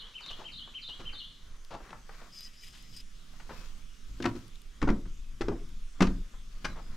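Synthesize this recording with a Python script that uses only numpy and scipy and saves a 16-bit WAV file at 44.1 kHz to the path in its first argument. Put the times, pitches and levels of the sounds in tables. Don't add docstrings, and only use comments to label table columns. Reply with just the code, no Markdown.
import sys
import numpy as np
from scipy import signal
from scipy.fft import rfft, irfft, next_fast_len
from scipy.io import wavfile
from scipy.ndimage import uniform_filter1d

SR = 44100
rng = np.random.default_rng(int(sys.argv[2]) if len(sys.argv) > 2 else 0)


def log_audio(samples):
    frames = np.atleast_2d(samples).T
    limited = np.clip(frames, -1, 1)
    pcm = np.round(limited * 32767).astype(np.int16)
    wavfile.write(sys.argv[1], SR, pcm)


N = 306936
LEFT_RIGHT = np.array([[1], [-1]])


def amp(db):
    return 10 ** (np.asarray(db) / 20)


def unit(x):
    return x / np.sqrt(np.mean(x ** 2) + 1e-20)


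def along(points, hz):
    point_hz, value = np.transpose(points)
    return np.interp(np.log(hz + 1), np.log(point_hz + 1), value)


def curves(rows):
    s, *columns = np.transpose(rows)
    return [np.interp(np.arange(N) / SR, s, column) for column in columns]


def wobble(rate, size=N):
    knots = rng.standard_normal(int(size * rate / SR) + 2)
    return np.interp(np.arange(size) * rate / SR, np.arange(len(knots)), knots)


def swells(times, peaks_db, slopes, rest_db, held=0):
    after = np.arange(N) / SR - np.asarray(times)[:, None]
    climb_db = -slopes[0] * after
    fall_db = slopes[1] * (after - np.reshape(held, (-1, 1)))
    drop_db = np.maximum(np.maximum(climb_db, fall_db), 0)
    return np.maximum((np.asarray(peaks_db)[:, None] - drop_db).max(0), rest_db)


def filtered(x, response):
    size = next_fast_len(x.shape[-1] + 4096, True)
    spectrum = rfft(x, size) * response(np.fft.rfftfreq(size, 1 / SR))
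    return irfft(spectrum, size)[..., :x.shape[-1]]


def noise(spectrum, crackle_db, size=N):
    grain_db = crackle_db * np.minimum(rng.exponential(size=size), 6)
    grains = rng.standard_normal(size) * amp(grain_db)
    return unit(filtered(grains, lambda hz: amp(along(spectrum, hz))))


def rush(spectrum, alike, patchy_db):
    z = signal.stft(rng.standard_normal((2, N)), nperseg=512)[2]
    field = uniform_filter1d(rng.standard_normal(z.shape[1:]), 6, 0)
    field = uniform_filter1d(field, 14, 1)
    pair = signal.istft(z * amp(patchy_db * unit(field)), nperseg=512)[1][:, :N]

    def mid_side_gain(hz):
        angle = np.arccos(along(alike, hz)) / 2
        return amp(along(spectrum, hz)) * [np.cos(angle), np.sin(angle)]

    mid, side = filtered(pair, mid_side_gain)
    return unit(np.array([mid + side, mid - side]))


def add(out, s, x, pan_db=0):
    seat = out[:, round(s * SR):][:, :x.shape[-1]]
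    panned = np.atleast_2d(x) * amp(LEFT_RIGHT * pan_db / 2)
    seat += panned[:, :seat.shape[1]]


def ring(modes, t, attack, spread_db):
    hz, db, t60 = np.transpose(modes)[:, :, None]
    level_luck, pitch_luck = rng.standard_normal((2, len(modes), 1))
    decay = amp(db + spread_db * level_luck - 60 * t / t60)
    tones = decay * np.sin(2 * np.pi * hz * (1 + 0.034 * pitch_luck) * t)
    return tones.sum(0) * (1 - np.exp(-t / attack))


# pitch_hz, side_below_mid_db
ECHO_WIDTH = [(60, -61), (250, -20), (600, -6), (4000, -8), (12000, 0)]


def echo(x, decay, size):
    hz, t, z = signal.stft(rng.standard_normal((2, size)), SR, nperseg=256)
    z = z * amp(-60 * t / along(decay, hz)[:, None])
    z[1] *= amp(along(ECHO_WIDTH, hz))[:, None]
    mid, side = signal.istft(z, SR, nperseg=256)[1]
    tail = np.array([mid + side, mid - side]) / np.linalg.norm(mid)
    return signal.fftconvolve(x[None], tail, axes=1)


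# multiple_of_centre, level_db
RUB_COLOUR = [(.15, -11.5), (.5, -3.5), (1, 1), (1.6, -5.5), (2.5, -18), (5, -29.5), (12, -61)]
# pitch_hz, level_db
GRIT_COLOUR = [(1200, -29), (2500, 0.5), (4000, -2), (6000, -7), (8500, -19), (12500, -30), (16000, -46)]


def scuff(db, centre_hz, grit_db, rise, slide, t60, t):
    swell = 1 - np.exp(-t / rise)
    fade = np.maximum(t - slide, 0) / t60
    rub_colour = [(centre_hz * multiple, level) for multiple, level in RUB_COLOUR]
    rub = noise(rub_colour, crackle_db=1.5, size=len(t)) * amp(db - 60 * fade)
    grit = noise(GRIT_COLOUR, crackle_db=0.0, size=len(t)) * amp(db + grit_db - 133 * fade)
    return (rub + grit) * swell


# peak_s, wash_db (dull wash), rustle_db (clothes), jolt_db (camera)
WALK_STRIDES = [(.05, -59.5, -85, -45.5), (.37, -54.5, -61, -52), (.62, -62.5, -75, -49),
                (1.06, -56, -64.5, -37), (1.47, -65, -70, -44), (1.84, -60, -65.5, -38),
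                (2.19, -57.5, -60, -49), (2.83, -80, -63, -55), (3.35, -66.5, -62.5, -47),
                (3.59, -60.5, -57.5, -38), (4.3, -58, -58.5, -33), (4.91, -62, -67, -26),
                (5.5, -62, -73, -31.5), (6.1, -59.5, -63.5, -26.5), (6.7, -60, -60, -29.5),
                (6.93, -61, -62, -37)]
# pitch_hz, level_db (per Hz)
WASH_COLOUR = [(150, -9), (250, -8), (358, -7.5), (401, -5.5), (889, -9), (1100, -0.5), (2400, -9.5),
               (3120, -32), (5280, -120)]
# pitch_hz, level_db
CLOTH_COLOUR = [(2000, 1.5), (5000, 3.5), (8000, -4), (11000, -12.5), (12500, -6), (14000, -7), (16000, -5)]
WASH_DB_PER_S, RUSTLE_DB_PER_S = (80, 59), (46, 44)
WASH_REST_DB, RUSTLE_REST_DB = -82, -73.5


def strides():
    s, wash_db, rustle_db, _ = np.transpose(WALK_STRIDES)
    wash_level = swells(s, wash_db, WASH_DB_PER_S, WASH_REST_DB) + 3.5 * wobble(25)
    wash = amp(wash_level) * noise(WASH_COLOUR, crackle_db=0.0)
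    cloth = np.array([noise(CLOTH_COLOUR, crackle_db=4.0), noise(CLOTH_COLOUR, crackle_db=-2.0)])
    rustle_level = swells(s, rustle_db, RUSTLE_DB_PER_S, RUSTLE_REST_DB) + 1.6 * wobble(38)
    rustle = amp(rustle_level) * cloth
    return wash * amp(LEFT_RIGHT * 1.2) + rustle * amp(LEFT_RIGHT * 3.5)


# time_s, rumble_db, drone_db, rumble_left_right_db
LOW_LEVELS = [(0, -51.5, -66.5, -3.5), (1.1, -50.5, -60.5, -3.5), (1.7, -47, -64.5, -3),
              (2.1, -49.5, -60.5, -3.5), (2.6, -58.5, -63, -4), (3.2, -44.5, -60.5, -5),
              (3.9, -45.5, -60.5, -7.5), (4.3, -42.5, -53, -4), (4.6, -44.5, -60.5, -6.5),
              (5.2, -38, -58, 2.5), (5.7, -37, -55.5, 2), (5.95, -41.5, -63.5, -4.5), (6.35, -41, -56, 4.5),
              (6.6, -40, -61.5, -2), (6.96, -33, -49, -1.1)]
# pitch_hz, level_db (per Hz)
LEAF_COLOUR = [(240, -14), (400, -1.5), (466, -10.5), (544, -9), (862, -11.5), (1230, 1), (1800, -3),
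               (3430, 1), (4260, -4.5), (5120, -3), (6540, -2), (8240, -8), (11400, -12), (12500, -12.5),
               (15700, -18.5)]
# pitch_hz, left_right_likeness (0 to 1)
LEAF_LIKENESS = [(60, 0.6), (180, 0.49), (550, 0.58), (1650, 0.27), (4970, 0.82), (15000, 0.38)]
# pitch_hz, left_right_db
LEAF_LEAN = [(60, 5), (180, -13), (550, -14), (1650, 2), (4970, -1.5), (15000, 1.5)]
# pitch_hz, level_db (per Hz)
DRONE_COLOUR = [(24, -19), (40, -2), (64, -15.5), (129, -12.5), (248, -17), (395, -34), (427, -34.5),
                (600, -41.5), (780, -59), (1320, -120)]
# pitch_hz, level_db
RUMBLE_COLOUR = [(5, -13), (12, 7), (22, 0.5), (40, -12), (60, -16.5), (120, -91)]
LEAVES_DB = -62.5
JOLT_DB_PER_S, DRONE_OVER_JOLT_DB = (127, 114), -16.5


def woodland():
    rumble_db, drone_db, pan_db = curves(LOW_LEVELS)
    s, *_, peak_db = np.transpose(WALK_STRIDES)
    jolt_db = swells(s, peak_db, JOLT_DB_PER_S, rest_db=-120)
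    leaves = amp(LEAVES_DB + 1.2 * wobble(0.8)) * rush(LEAF_COLOUR, LEAF_LIKENESS, patchy_db=1.95)
    leaves = filtered(leaves, lambda hz: amp(along(LEAF_LEAN, hz) / 2 * LEFT_RIGHT))
    drone_mid = noise(DRONE_COLOUR, crackle_db=0)
    drone_side = amp(-11.0) * LEFT_RIGHT * noise(DRONE_COLOUR, crackle_db=-1.5)
    rumble = noise(RUMBLE_COLOUR, crackle_db=-2.0) * amp(LEFT_RIGHT * pan_db / 2)
    drone_level = np.maximum(drone_db, jolt_db + DRONE_OVER_JOLT_DB) + 3.9 * wobble(7.1)
    rumble_level = np.maximum(rumble_db, jolt_db) + 3.1 * wobble(9)
    return leaves + amp(drone_level) * (drone_mid + drone_side) + amp(rumble_level) * rumble


NOTE_EDGE_S = 0.0024


def note(before, after, bend, start_hz, turn_hz, end_hz, start_db, turn_db, end_db):
    t = np.arange(-before, after, 1 / SR)
    way = np.where(t < 0, -t / before, t / after) ** bend
    glide_hz = turn_hz + (np.where(t < 0, start_hz, end_hz) - turn_hz) * way
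    level_db = turn_db + (np.where(t < 0, start_db, end_db) - turn_db) * way
    level_db = level_db + 1.4 * wobble(150.0, size=len(t))
    pitch_hz = glide_hz * (rng.normal(1, 0.0076) + 0.016 * wobble(249.0, size=len(t)))
    edges = np.clip(np.minimum(t + before, after - t) / NOTE_EDGE_S, 0, 1)
    return edges * amp(level_db) * np.sin(2 * np.pi * np.cumsum(pitch_hz) / SR)


# start_s, level_db
WREN_SONG = [(-.137, -45.5), (.147, -44), (.447, -43), (0.746, -42.5), (1.057, -43.5)]
# start_s (into the phrase), before_turn_s, after_turn_s, bend (power of time),
# start_hz, turn_hz, end_hz, start_db, turn_db, end_db (above the phrase level)
WREN_PHRASE = [(-.009, 0.01985, .038, 2.4, 2206, 3138, 1980, -18, -0.4, -12.5),
               (.069, .03, .031, 1.85, 4900, 3604, 4440, -9, -5, -7.5),
               (.13, .021, .052, 1.2, 4430, 2840, 3527, -0.5, -2.5, -8.5)]
# pitch_hz, t60_s
NEAR_ECHO = [(2000, 0.033), (5000, 0.18)]
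# pitch_hz, t60_s
WOODS_ECHO = [(2000, 0.26), (5000, 1)]


def wren():
    lead = SR // 2
    out = np.zeros((2, N + SR))
    for s, level_db in WREN_SONG:
        for start, *shape in WREN_PHRASE:
            call = amp(level_db) * note(*shape)
            at = s + start + lead / SR
            add(out, at, call, pan_db=1.0)
            add(out, at + 0.016, call * amp(-3), pan_db=6.0)
            add(out, at + 0.002, amp(2.5) * echo(call, NEAR_ECHO, size=SR // 8))
            add(out, at + 0.023, amp(-1) * echo(call, WOODS_ECHO, size=SR * 2 // 5))
    return out[:, lead:lead + N]


# start_s, scuff_db, scuff_hz, grit_db (above the scuff), thud_db, rise_s, slide_s
EARTH_STEPS = [(.206, -50.5, 1200, 3.5, -66, .0017, .002), (.259, -53, 1100, 8, -56, 0.0022, 0.0044),
               (.3, -50.5, 980, 0, -67, .0039, 0.017), (.385, -49, 854, -8, -48, .0064, 0.037),
               (.674, -51, 1120, -21, -53.5, 0.00067, .002), (.883, -57, 994, -1, -56, .0019, 0.02),
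               (.992, -51, 1014, -5, -41.5, 0.0028, .023), (1.131, -48.5, 1295, -18, -56, 0.00081, .0033),
               (1.706, -45.5, 900, -12, -48, 0.00052, 0.037),
               (1.737, -41.5, 870, -13, -37.5, 0.0038, 0.016), (1.803, -47, 720, -28, -55, .0008, .005),
               (1.892, -49, 1250, -10, -69, 0.00092, .002), (1.904, -51.5, 2000, 0.5, -48, .001, .002),
               (1.929, -41, 1200, -27, -50.5, .0006, .0008), (2.092, -43.5, 1220, -26, -68, 0.00054, .0009),
               (2.11, -58.5, 1700, -10, -65, .011, 0.045), (2.213, -48, 1110, -6, -53.5, 0.0044, 0.0053),
               (2.729, -62, 1500, 5, -76, .005, 0.034), (3.335, -62, 1010, -12, -80, .001, 0.017),
               (3.396, -51.5, 1380, -8, -80, 0.0019, 0.014), (3.492, -47, 1160, -15, -37.5, .0006, 0.028),
               (3.599, -58, 1610, -4, -57, .0054, 0.013)]
# pitch_hz, level_db
PUSH_COLOUR = [(60, -16), (150, -5), (350, -7), (700, -18), (3000, -70)]
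# pitch_hz, t60_s
YARD_ECHO = [(150, 0.47), (1000, 0.23), (4000, 0.16), (12000, 0.19)]
EARTH_SKID_T60_S, EARTH_PAN_DB = 0.051, 4


def earth():
    out, t = np.zeros((2, N)), np.arange(SR // 7) / SR
    for s, db, scuff_hz, grit_db, thud_db, rise, slide in EARTH_STEPS:
        thud = amp(thud_db - 60 * t / 0.15) * (1 - np.exp(-t / 0.0057))
        push = noise(PUSH_COLOUR, crackle_db=4.5, size=len(t)) * thud
        skid = scuff(db, scuff_hz, grit_db, rise, slide, EARTH_SKID_T60_S, t)
        add(out, s, skid, EARTH_PAN_DB)
        add(out, s, push)
        add(out, s + 0.012, amp(-7.0) * echo(skid, YARD_ECHO, size=SR // 7))
    return out


# start_s, level_db, mid_db (above the treble)
DRY_TICKS = [(1.5658, -60, -1), (1.6487, -50, 12), (2.825, -51, -9), (3.0056, -51.5, -3), (4.4807, -51, 8),
             (4.5571, -50, 20), (4.6178, -48, 6), (5.6915, -53, 11)]


def ticks():
    out, t = np.zeros((2, N)), np.arange(SR // 50) / SR
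    for s, db, mid_db in DRY_TICKS:
        colour = [(1500, mid_db - 26), (3500, mid_db), (7000, -2), (12000, 0), (16000, -8.0)]
        click = amp(db - 60 * t / 0.012) * noise(colour, crackle_db=0, size=len(t))
        add(out, s, click, pan_db=4)
    return out


# full_s (held from here), held_s, level_db
KEY_SHAKES = [(2.37, 0.095, -49.5), (2.62, 0.053, -52.5), (2.74, 0.017, -55.5), (2.94, 0.045, -53)]
# start_s, level_db (peak), low_db (lift of the modes below 3500 Hz)
KEY_CLINKS = [(2.376, -50, -17), (2.3887, -37, -12.5), (2.4073, -32.5, -25), (2.6354, -37, 12),
              (2.7496, -52, -10.5), (2.9442, -46, -11), (2.9662, -32, -11), (2.9729, -36, -18)]
# pitch_hz, width_hz, level_db
KEY_MODES = [(1950, 58, -5.5), (2340, 48, -8), (2780, 77, -26), (3040, 72, -1.5), (3400, 67, -8),
             (3400, 79, -20), (3990, 51, -2.5), (4970, 66, 6.5), (5156, 57, 5.5), (5400, 85, -8),
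             (6150, 180, -13), (8160, 120, -11), (12070, 240, -13)]
# pitch_hz, level_db
RASP_COLOUR = [(800, -40), (1800, -3.5), (3200, 4.5), (5500, -11), (7000, -4), (10000, -8.5), (12500, -10),
               (16000, -35)]
SHAKE_DB_PER_S, KEYS_REST_DB = (262, 218), -63
KEYS_SPAN_S = (2.3, 3.04)


def keys():
    out = np.zeros((2, N))
    start, size = round(KEYS_SPAN_S[0] * SR), round((KEYS_SPAN_S[1] - KEYS_SPAN_S[0]) * SR)
    s, held, db = np.transpose(KEY_SHAKES)
    shake_db = swells(s, db, SHAKE_DB_PER_S, KEYS_REST_DB, held)
    stroke = amp(shake_db)[start:start + size] * signal.windows.tukey(size, .1)

    def mode(f, centre, width):
        return 1j * f * width / (centre * centre - f * f + 1j * f * width)

    grains = rng.standard_normal(size) * amp(1.7 * rng.exponential(size=size))
    rub = np.zeros(size)
    for centre, width, level in KEY_MODES:
        fits = amp(level + 5.5 * wobble(35.4, size=size))
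        rub += fits * unit(filtered(grains, lambda f: mode(f, centre, width))) * np.sqrt(width / 100)
    rasp = amp(-9 + 6.2 * wobble(39.1, size=size)) * noise(RASP_COLOUR, crackle_db=4.5, size=size)
    add(out, start / SR, stroke * (unit(rub) + rasp))

    t = np.arange(SR // 20) / SR
    for s, db, low_db in KEY_CLINKS:
        tick = rng.standard_normal(len(t)) * amp(-60 * t / 0.0011)

        def metal(f):
            total = amp(-42)
            for centre, width, level in KEY_MODES:
                strength_db = level + rng.normal(0, 3.1) + low_db * (centre < 3500)
                total = total + amp(strength_db) * mode(f, centre, width)
            return total

        clink = filtered(tick, metal)
        add(out, s, amp(db) * clink / np.abs(clink).max())
    return out * amp(LEFT_RIGHT * 1.6)


# start_s, length_s, pitch_hz, level_db
FAR_NOTES = [(3.513, 0.18, 2560, -64.5), (3.842, 0.21, 2890, -71), (5.081, 0.28, 2560, -72),
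             (6.668, 0.086, 3980, -60.5), (6.782, .17, 4980, -70)]


def far_birds():
    out = np.zeros((2, N))
    for s, length, hz, db in FAR_NOTES:
        size = round(length * SR)
        band = [(hz - 300, -60), (hz - 45, -6), (hz, 0), (hz + 45, -6), (hz + 300, -60)]
        whistle = np.sqrt(np.hanning(size)) * noise(band, crackle_db=7.5, size=size)
        add(out, s, amp(db) * whistle)
    return out


# start_s, scuff_db, scuff_hz, grit_db (above the scuff), knock_db, knock_hz (centre),
# sway_db, rise_s, slide_s
TREAD_STEPS = [(4.08, -71, 700, -6, -52, 80, -37.5, .003, .002),
               (4.202, -46, 1370, -2, -26, 289, -61, .0009, .001),
               (4.223, -39.5, 2090, 5, -37, 288, -53, 0.0025, .002),
               (4.241, -30, 1530, -12, -32, 248, -47, 0.0007, .0017),
               (4.254, -26.5, 1110, -10, -17.5, 276, -54, 0.00047, 0.0076),
               (4.352, -51, 1120, -6, -34, 293, -54, .0046, 0.014),
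               (4.816, -34.5, 1490, -6, -32, 196, -28, 0.0015, 0.0018),
               (4.826, -31, 1260, -9.5, -17.5, 284, -57, .0007, .0016),
               (4.874, -32, 820, -16, -16.5, 223, -32, 0.0027, 0.0064),
               (4.888, -29, 1310, -34, -22, 240, -32.5, 0.00069, 0.0023),
               (4.901, -38, 1110, -4.5, -19, 258, -34, .001, .0018),
               (5.054, -56, 1160, -20, -39, 145, -39, .0025, 0.005),
               (5.408, -36, 1230, -6, -25.5, 350, -28.5, 0.0022, .012),
               (5.483, -32.5, 790, -9.5, -19, 377, -48, 0.0008, 0.0024),
               (5.505, -42, 673, -30, -35, 620, -60, 0.0054, 0.02),
               (5.991, -52.5, 1090, -25, -48, 250, -56, 0.0047, 0.01),
               (6.006, -26.5, 1390, -9, -11.5, 209, -31, 0.00024, 0.0064),
               (6.02, -27.5, 1100, -2.5, -13, 416, -22, 0.00057, 0.0086),
               (6.069, -37.5, 1280, 1, -43, 240, -33, 0.002, 0.0016),
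               (6.337, -59.5, 970, -24, -64, 220, -45, .0005, 0.018),
               (6.644, -33, 1490, -2.5, -35.5, 250, -46, 0.003, .013),
               (6.755, -50, 880, -16, -50, 256, -49, 0.0029, .045)]
# pitch_hz, level_db, t60_s (before the shoe's weight damps it)
TREAD_MODES = [(70.6, -2, 0.19), (104.6, -5.5, 0.5), (180.3, 0, 0.25), (248, -2, 0.24), (285.4, 2.5, 0.12),
               (342.8, 1, 0.17), (412.4, 1, 0.1), (531, -10.5, 0.21), (692, -9.5, 0.12),
               (1003, -10.5, 0.094), (1090, -34, 0.11), (1523, -1.5, 0.053), (1740, -17.5, 0.062),
               (2095, -28, 0.043)]
# pitch_hz, level_db, t60_s
FLIGHT_MODES = [(14.7, 4.5, 0.28), (21.6, -4.5, 2.7), (26.95, -4.5, 1.73), (42.3, 1, 0.54), (72, -24, 0.31),
                (101.9, -11.5, 0.45)]
TREAD_SKID_T60_S, TREAD_PAN_DB = 0.057, 4.5
DAMPED_SHARE = 0.54


def stairs():
    out, t, long = np.zeros((2, N)), np.arange(SR // 5) / SR, np.arange(SR // 2) / SR
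    for s, db, scuff_hz, grit_db, knock_db, knock_hz, sway_db, rise, slide in TREAD_STEPS:
        skid = scuff(db, scuff_hz, grit_db, rise, slide, TREAD_SKID_T60_S, t)
        modes = []
        for hz, level, ring_t60 in TREAD_MODES:
            octaves_off = min(abs(np.log2(hz / knock_hz)), .7)
            modes.append((hz, level - 14 * octaves_off, ring_t60 * DAMPED_SHARE))
        knock = amp(knock_db) * ring(modes, t, attack=0.0033, spread_db=3.0)
        knock = knock * np.cos(np.pi / 2 * t / t[-1])
        sway = amp(sway_db) * ring(FLIGHT_MODES, long, attack=0.018, spread_db=1.5) * np.cos(np.pi * long)
        add(out, s, skid, TREAD_PAN_DB)
        add(out, s, knock, pan_db=.6)
        add(out, s, sway)
        add(out, s + .008, amp(-9.5) * echo(skid + knock, YARD_ECHO, size=SR // 5))
    return out


def scene():
    return strides() + woodland() + wren() + earth() + ticks() + keys() + far_birds() + stairs()


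# pitch_hz, left_db, right_db
PORT_COLOUR = [(5560, -0.5, -1), (10500, -2, -3.5), (11850, -6, -1.5), (12600, 3.5, -19), (13300, -7.5, -8),
               (16000, -7, -10)]
TOP_HZ = 15780


def record(dry):
    hz, *sides = np.transpose(PORT_COLOUR)

    def port_gain(f):
        colour_db = [along(np.transpose([hz, db]), f) for db in sides]
        return amp(colour_db) * (f < TOP_HZ)

    return filtered(dry, port_gain)


dry = scene()
out = record(dry)
log_audio(out)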